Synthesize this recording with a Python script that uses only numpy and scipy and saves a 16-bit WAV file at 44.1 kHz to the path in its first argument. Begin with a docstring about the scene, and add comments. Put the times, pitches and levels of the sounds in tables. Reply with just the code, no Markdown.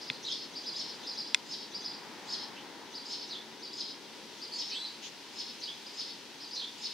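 """A garden feeder. A near bird sings buzzy chirps, upslurs, two-note scolds and whistles; a farther one
repeats a harsh cheep that scatters in the yard and returns from a wall. In each throat a second
membrane beats against the first to make the buzz. A hummingbird's wings whirr by, something rustles
like feathers, and two close snaps ring plastic, over distant traffic, soft hiss and faint machine hum."""
import sys
import numpy as np
from scipy import signal
from scipy.fft import rfft, irfft, next_fast_len
from scipy.io import wavfile
from scipy.ndimage import uniform_filter1d, map_coordinates

SR = 44100
rng = np.random.default_rng(int(sys.argv[2]) if len(sys.argv) > 2 else 0)


def store_pcm(level_fs):
    """Save levels as 16-bit WAV."""
    pcm = np.round(np.clip(level_fs, -1, 1) * 32767).astype(np.int16)
    wavfile.write(sys.argv[1], SR, np.atleast_2d(pcm).T)


N = 305613


def amp(db):
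    """Decibels to gain."""
    return 10 ** (np.asarray(db) / 20)


def unit(x):
    """Scale to rms 1."""
    return x / np.sqrt(np.mean(x ** 2) + 1e-20)


def along(points, hz):
    """Read (f/Hz, value) points on a log frequency axis."""
    f, v = np.transpose(points)
    return np.interp(np.log(hz + 1), np.log(f + 1), v)


def wobble(rate_hz, size):
    """Smooth random curve, rate_hz knots a second."""
    knots = rng.standard_normal(4096)
    return map_coordinates(knots, [np.arange(size) * rate_hz / SR], mode="wrap")


def filtered(x, response):
    """Apply the gain response(hz)."""
    m = next_fast_len(N + SR // 2)
    return irfft(rfft(x, m) * response(np.fft.rfftfreq(m, 1 / SR)), m)[..., :N]


def add(track, start_s, sound):
    """Mix a sound into a track."""
    place = track[max(round(start_s * SR), 0):][:len(sound)]
    place += sound[:len(place)]


def noise(spectrum):
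    """Stereo noise of rms 1; the channels are most alike in the low mids, least in the treble."""
    likeness = [(60, 0.38), (240, 0.78), (950, 0.86), (3770, 0.58), (15000, 0.084)]  # left-right likeness: f/Hz, correlation
    balance = [(150, 5.5), (1500, 1.5), (6000, 2), (9000, 0)]  # left over right: f/Hz, level/dB
    angle = lambda hz: np.arccos(np.clip(along(likeness, hz), -1, 1)) / 2
    colour = lambda hz: amp(along(spectrum, hz)) * [np.cos(angle(hz)), np.sin(angle(hz))]
    pan = lambda hz: amp(np.outer([.5, -.5], along(balance, hz)))
    mid, side = filtered(rng.standard_normal((2, N)), colour)
    return unit(filtered(np.array([mid + side, mid - side]), pan))


def scatter(x, envelope, width):
    """Stereo cloud of reflections shaped by envelope(hz, t)."""
    hz, t, cloud = signal.stft(rng.standard_normal((2, SR * 3 // 4)), SR, nperseg=128)
    mid, side = signal.istft(cloud * envelope(hz[:, None], t), SR, nperseg=128)[1]
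    tail = np.array([mid + width * side, mid - width * side])
    return signal.fftconvolve(x[None], tail / np.linalg.norm(tail[0]), axes=1)[:, :N]


def traffic():
    """Distant traffic slowly recedes; one passing vehicle lifts the rush more than the rumble."""
    rumble_spectrum = [(25, -46), (45, -42), (62, -23.5), (120, -10.5), (175, -2.5), (245, 1.5), (330, 3),
                       (440, 1), (660, -6.5), (940, -33.5)]  # f/Hz, density/dB
    rush_spectrum = [(60, -60), (500, -42), (700, -3), (840, 3.5), (960, 2.5), (1150, -4), (1400, -3.5),
                     (2000, -3.5), (5000, -35.5)]  # f/Hz, density/dB
    t = np.arange(N) / SR
    pass_s, pass_width_s, fade_db_per_s = 2.4, .5, -.52
    lift_db = 2 / (1 + ((t - pass_s) / pass_width_s) ** 6)
    fade_db = fade_db_per_s * t
    rumble = amp(-53 + fade_db + lift_db + .42 * wobble(4.76, N)) * noise(rumble_spectrum)
    rush = amp(-54.5 + fade_db + 2.5 * lift_db + .82 * wobble(4.89, N)) * noise(rush_spectrum)
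    return rumble + rush


def hiss():
    """Soft outdoor hiss, drifting in level."""
    spectrum = [(40, -24), (120, -13.5), (900, -14.5), (2000, -1.5), (3300, 4), (5000, 2.5), (6000, -1.5),
                (7500, -10.5), (9800, -13.5), (11500, -17.5), (15500, -23)]  # f/Hz, density/dB
    drift = [(0, -49.5), (.8, -50.5), (1.5, -51), (2.7, -51.5), (4.1, -50.5), (4.8, -49.5), (5.7, -49),
             (6.93, -48.5)]  # t/s, level/dB
    level_db = np.interp(np.arange(N) / SR, *np.transpose(drift)) + .7 * wobble(2.91, N)
    return amp(level_db) * noise(spectrum)


def machine_hum():
    """Faint, slightly wavering machine tones."""
    tones = [(224, -69.5), (280, -67.5), (959, -66.5)]  # f/Hz, level/dB
    hum = np.zeros(N)
    for hz, db in tones:
        gain = amp(db + wobble(10, N))
        phase = 2 * np.pi * np.cumsum(hz + 3 * wobble(25, N)) / SR
        hum += gain * unit(np.sin(phase))
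    return hum * amp([[1.5], [-1.5]])


def rustle():
    """A short soft rustle, as of feathers, swells and fades."""
    spectrum = [(1500, -26), (3000, 5), (5000, -3), (6700, 0), (8000, -27)]  # f/Hz, density/dB
    start_s, length_s = 5.01, .092
    progress = np.clip((np.arange(N) / SR - start_s) / length_s, 0, 1)
    return amp(-43) * np.sin(np.pi * progress) * noise(spectrum)


def hummingbird():
    """Even wing strokes give a low whirr that comes and goes with the bird."""
    spectrum = [(150, -14), (370, 0), (600, -14)]  # f/Hz, level/dB
    stroke_hz, nearest_s, fade_s = 74.8, 3.53, .32
    t = np.arange(N) / SR
    nearness = 1 / np.hypot(1, ((t - nearest_s) / fade_s) ** 2)
    phase = 2 * np.pi * np.cumsum(stroke_hz * (1 + .0095 * wobble(11, N))) / SR
    whirr = sum(amp(along(spectrum, k * stroke_hz)) * np.cos(k * phase) for k in range(2, 8))
    return amp(-59.5) * nearness * unit(whirr) * amp([[1.5], [-1.5]])


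def plastic_clicks():
    """A snap briefly rings the plastic over a dull knock; the softer snap is darker."""
    snaps = [(.1, -11, 3900, -33), (1.3457, -2, 8200, -57)]  # t/s, level/dB, cutoff/Hz, knock/dB
    modes = [(1010, -22.5, 0.032), (1660, -10.5, 0.011), (2070, -6.5, 0.02), (2520, -1.5, 0.012),
             (3510, 1.5, 0.013), (4160, -3, 0.0082), (5400, 0, 0.0049), (7850, -6.5, 0.0034)]  # plastic resonances: f/Hz, level/dB, t60/s
    mid, side, t = np.zeros(N), np.zeros(N), np.arange(SR // 10) / SR
    attack = 1 - np.exp(-t / .00007)
    highpass = signal.butter(2, 760, "high", fs=SR)
    knock = np.sin(2 * np.pi * 135 * t) + np.sin(2 * np.pi * 260 * t)
    knock *= amp(-60 * t / .057) * (1 - np.exp(-t / .0049)) ** 2
    for s, db, cutoff_hz, knock_db in snaps:
        ring = np.zeros(len(t))
        for k, (hz, mode_db, t60_s) in enumerate(modes):
            weight = (-1) ** k / np.hypot(1, (hz / cutoff_hz) ** 4)
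            ring += weight * amp(mode_db - 60 * t / t60_s) * np.sin(2 * np.pi * hz * t)
        lowpass = signal.butter(4, cutoff_hz, fs=SR)
        crack, spill = amp(-60 * t / .016) * signal.lfilter(*lowpass, rng.standard_normal((2, len(t))))
        snap = lambda x: amp(db - 9.5) * signal.lfilter(*highpass, x * attack)
        add(mid, s, snap(ring + amp(-8) * crack) + amp(knock_db) * knock)
        add(side, s, snap(amp(-4.5) * spill))  # scatter off nearby plastic differs left and right
    return np.array([mid + side, mid - side]) * amp([[-.3], [.3]])


def syrinx(pitch_hz, rough, buzz_hz, buzz_depth, jitter, twin, overtone_db, flutter_db):
    """Whistle of rms 1; a second membrane beats against it and shakes its pitch; airflow flutters."""
    size = len(pitch_hz)
    beat = 2 * np.pi * np.cumsum(buzz_hz * (1 + .101 * wobble(118.7, size))) / SR
    shake = buzz_depth * np.sin(beat) + jitter * wobble(1117, size)
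    phase = 2 * np.pi * np.cumsum(pitch_hz * (1 + rough ** 2 * shake)) / SR
    second_membrane = np.minimum(twin * rough, 1) * np.sin(phase + beat)
    flutter = amp(flutter_db * wobble(414, size))
    return unit(flutter * (np.sin(phase) + second_membrane + amp(overtone_db) * np.sin(2 * phase)))


def far_bird():
    """A thin lead-in opens a loud rasp that arches up and plunges, under a faint upper voice."""
    cheeps = [(0.244, -41.5), (0.721, -42), (1.45, -43), (2.254, -41), (3.047, -42), (3.723, -42.5),
              (4.527, -40), (5.32, -43.5), (5.923, -42), (6.774, -41)]  # t/s, level/dB
    # voices within one cheep: t/s, f/Hz, level/dB
    upper = [(0, 7150, -15.5), (.036, 7150, -16), (.05, 6550, -10), (.072, 6300, -7.5), (.095, 6150, -22)]
    lead_in = [(.005, 4750, -15), (.04, 5050, -7), (.068, 5250, 1.5)]
    rasp = [(.052, 3400, -7), (.062, 4250, -2), (.069, 5150, 3), (.078, 5380, 7), (.084, 4950, 7),
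            (.091, 4050, 3), (.102, 3600, -7)]
    throat = [(2500, 4), (3600, 2), (7500, -1.5), (9200, -1), (10500, -17)]  # throat dulled by distance: f/Hz, gain/dB
    song = np.zeros(N)
    for s, db in cheeps:
        for voice, rough in ((upper, .45), (lead_in, .3), (rasp, .37)):
            times_s, hz, level_db = np.transpose(voice)
            t = np.arange(times_s[0], times_s[-1], 1 / SR)
            pitch_hz = np.interp(t, times_s, hz) * (1 + .0074 * rng.standard_normal())
            swell = amp(db + np.interp(t, times_s, level_db)) * signal.windows.tukey(len(t), .1)
            # negative buzz: the second membrane runs below the first
            tone = syrinx(pitch_hz, rough, buzz_hz=-800, buzz_depth=.35, jitter=.18,
                          twin=1.35, overtone_db=-21, flutter_db=3)
            add(song, s + times_s[0], swell * tone)
    return filtered(song, lambda hz: amp(along(throat, hz)))


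def arch(length_s, top_hz, rise=(0, 1), fall=(0, 1)):
    """Pitch sliding up to a top and off it; each slide is (share of pitch, share of length)."""
    progress = np.linspace(0, 1, int(length_s * SR))
    slide = lambda u, depth, share: depth * np.exp(-(u / share) ** 2)
    return top_hz * (1 - slide(progress, *rise) - slide(1 - progress, *fall))


def note(pitch_hz, db, rough, twin=1.5, overtone_db=-25, flutter_db=1.5):
    """Near-bird note: effort starts softly and stops quickly, and the buzz grows with it."""
    progress = np.linspace(0, 1, len(pitch_hz))
    effort = np.sqrt(np.abs(np.sin(np.pi * progress ** 1.3)))
    tone = syrinx(pitch_hz, rough * np.sqrt(effort), buzz_hz=450, buzz_depth=.08, jitter=.19,
                  twin=twin, overtone_db=overtone_db, flutter_db=flutter_db)
    return amp(db) * effort * tone


def chirp(hold_s, top_hz, db, step_s, falls):
    """Pitch scoops up via a lower step to a held, buzzing top; if it falls, it returns to the step."""
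    step_share, scoop_s, swell_s = .855, .004, .011
    t = np.arange(0, step_s + hold_s + falls * step_s, 1 / SR)
    on_top = uniform_filter1d(((t > step_s) & (t < step_s + hold_s)).astype(float), size=280)
    contour = step_share + (1 - step_share) * on_top - .14 * np.exp(-t / scoop_s)
    pitch_hz = top_hz * contour * (1 + .009 * wobble(150, len(t)))
    step_db = rng.normal(-3, 2)
    effort = amp(db + step_db * (1 - on_top)) * signal.windows.tukey(len(t), .2)
    swell = 1 - .45 * np.exp(-t / swell_s)
    rough = .3 * rng.uniform(.8, 1.2) * (.6 + .4 * on_top)
    return swell * effort * syrinx(pitch_hz, rough, buzz_hz=480, buzz_depth=.04, jitter=.15,
                                   twin=1.45, overtone_db=-27, flutter_db=2.5)


def near_bird():
    """Four calls from one throat: arched chirps, upslurs, two-note scolds and plain whistles."""
    chirps = [(.003, 0.028, 4820, -39.5), (.067, 0.022, 4880, -39.5), (.133, .022, 4320, -44.5),
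              (.547, 0.029, 4800, -36), (.652, 0.035, 4860, -33), (1.059, 0.045, 4810, -35),
              (1.168, 0.037, 4864, -32.5), (1.731, 0.037, 4790, -34.5), (1.835, 0.034, 4810, -33),
              (2.937, 0.033, 4750, -37.5), (3.2, 0.036, 4970, -46), (3.617, 0.034, 4700, -38),
              (4.406, 0.033, 4780, -38.5), (4.846, 0.028, 4470, -39), (6.396, 0.04, 4790, -40.5),
              (6.503, 0.045, 4830, -37.5)]  # t/s, hold/s, top f/Hz, level/dB
    upslurs = [(.749, -32.5), (1.264, -36.5), (1.928, -37), (2.283, -35), (3.046, -38), (3.721, -37.5),
               (5.856, -40.5), (6.833, -41)]  # chirps that stop at the top: t/s, level/dB
    scolds = [(.239, 4260, .057, 3690, -31), (3.288, 4500, 0.055, 3660, -35.5),
              (4.699, 4610, 0.049, 3575, -33), (5.611, 4780, .06, 3520, -34.5),
              (6.557, 4500, 0.058, 3720, -30.5)]  # t/s, first f/Hz, delay of second/s, second f/Hz, level/dB
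    # t/s, length/s, f/Hz, climb/(Hz/s), level/dB, roughness 0-1, overtone/dB
    whistles = [(.878, 0.045, 4850, -10, -43, .03, -23), (1.011, .048, 3620, 2, -40, 0.33, -19),
                (2.545, 0.077, 2830, 10000, -49.5, 0.63, -22), (4.513, 0.055, 4470, 0, -33.5, 0.35, -18),
                (4.54, 0.032, 6700, 0, -49, 0.2, -30), (4.71, 0.0486, 2630, 6004, -45, 0.47, -23),
                (4.728, .055, 3970, -1000, -37.5, 0.2, -7), (4.781, 0.079, 4005, 3402, -34, 0.2, -16)]
    throat = [(5300, -1), (6300, -1), (8000, -13), (9500, -11)]  # throat and bill: f/Hz, gain/dB
    step_s, wheeze_s, grace_s = .00907, .045, .024
    song = np.zeros(N)
    for s, hold_s, hz, db in chirps:
        add(song, s, chirp(hold_s, hz, db, step_s, falls=True))
        wheeze_hz = arch(wheeze_s, 6200, fall=(.1, .4))
        add(song, s + step_s - wheeze_s, note(wheeze_hz, db - 18, rough=.58, twin=.6))
    for s, db in upslurs:
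        add(song, s, chirp(hold_s=.0168, top_hz=4870, db=db, step_s=step_s, falls=False))
    for s, *_, db in chirps + upslurs:
        grace_hz = arch(grace_s, 3510, rise=(.049, .46))
        add(song, s + step_s / 2 - grace_s, note(grace_hz, db - 11, rough=.3))
    for s, first_hz, delay_s, second_hz, db in scolds:
        squeak_hz = arch(.0288, 6060, fall=(.082, .56))
        falling_hz = arch(.053, first_hz, rise=(.21, .24), fall=(.22, .34))
        ending_hz = arch(.0363, second_hz, rise=(.17, .38), fall=(.1, .2))
        add(song, s - .015, note(squeak_hz, db - 12.5, rough=.5))
        add(song, s, note(falling_hz, db, rough=.5, twin=.7, flutter_db=4))
        add(song, s + delay_s, note(ending_hz, db - 1, rough=.36, twin=.5, flutter_db=3))
    for s, length_s, hz, climb_hz_per_s, db, rough, overtone_db in whistles:
        pitch_hz = hz + climb_hz_per_s * np.arange(-length_s / 2, length_s / 2, 1 / SR)
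        add(song, s, note(pitch_hz, db, rough, overtone_db=overtone_db, flutter_db=3))
    return filtered(song, lambda hz: amp(along(throat, hz)))


def scene():
    """The near bird is mostly direct; the far one arrives scattered, with a wall echo."""
    yard_decay = [(3400, 0.28), (5000, 0.45), (9000, 0.31)]  # reverberation: f/Hz, t60/s
    yard = lambda hz, t: amp(-60 * t / along(yard_decay, hz))
    ground = lambda hz, t: amp(-60 * t / .028)
    close_walls = lambda hz, t: amp(-60 * t / .058)
    house_wall = lambda hz, t: np.exp(-((t - .097) / .047) ** 2) / np.hypot(1, (hz / 5000) ** 4)
    near, far = near_bird(), far_bird()
    near_early = amp(-.7) * near + amp(-6.5) * scatter(near, ground, width=.7)
    near_sound = amp(-3) * near_early * amp([[-.2], [.2]]) + amp(-5.5) * scatter(near, yard, width=.21)
    far_early = amp(1.5) * far + amp(-1.5) * scatter(far, close_walls, width=.6)
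    far_late = amp(-2) * scatter(far, yard, width=.42) + amp(-10) * scatter(far, house_wall, width=.33)
    far_sound = (amp(-7.5) * far_early + far_late) * amp([[.6], [-.6]])
    events = near_sound + far_sound + plastic_clicks() + hummingbird() + rustle()
    return events + traffic() + hiss() + machine_hum()


def record(dry):
    """Sharp band limit in the top treble."""
    return filtered(dry, lambda hz: hz < 15760)


dry = scene()
out = record(dry)
store_pcm(out)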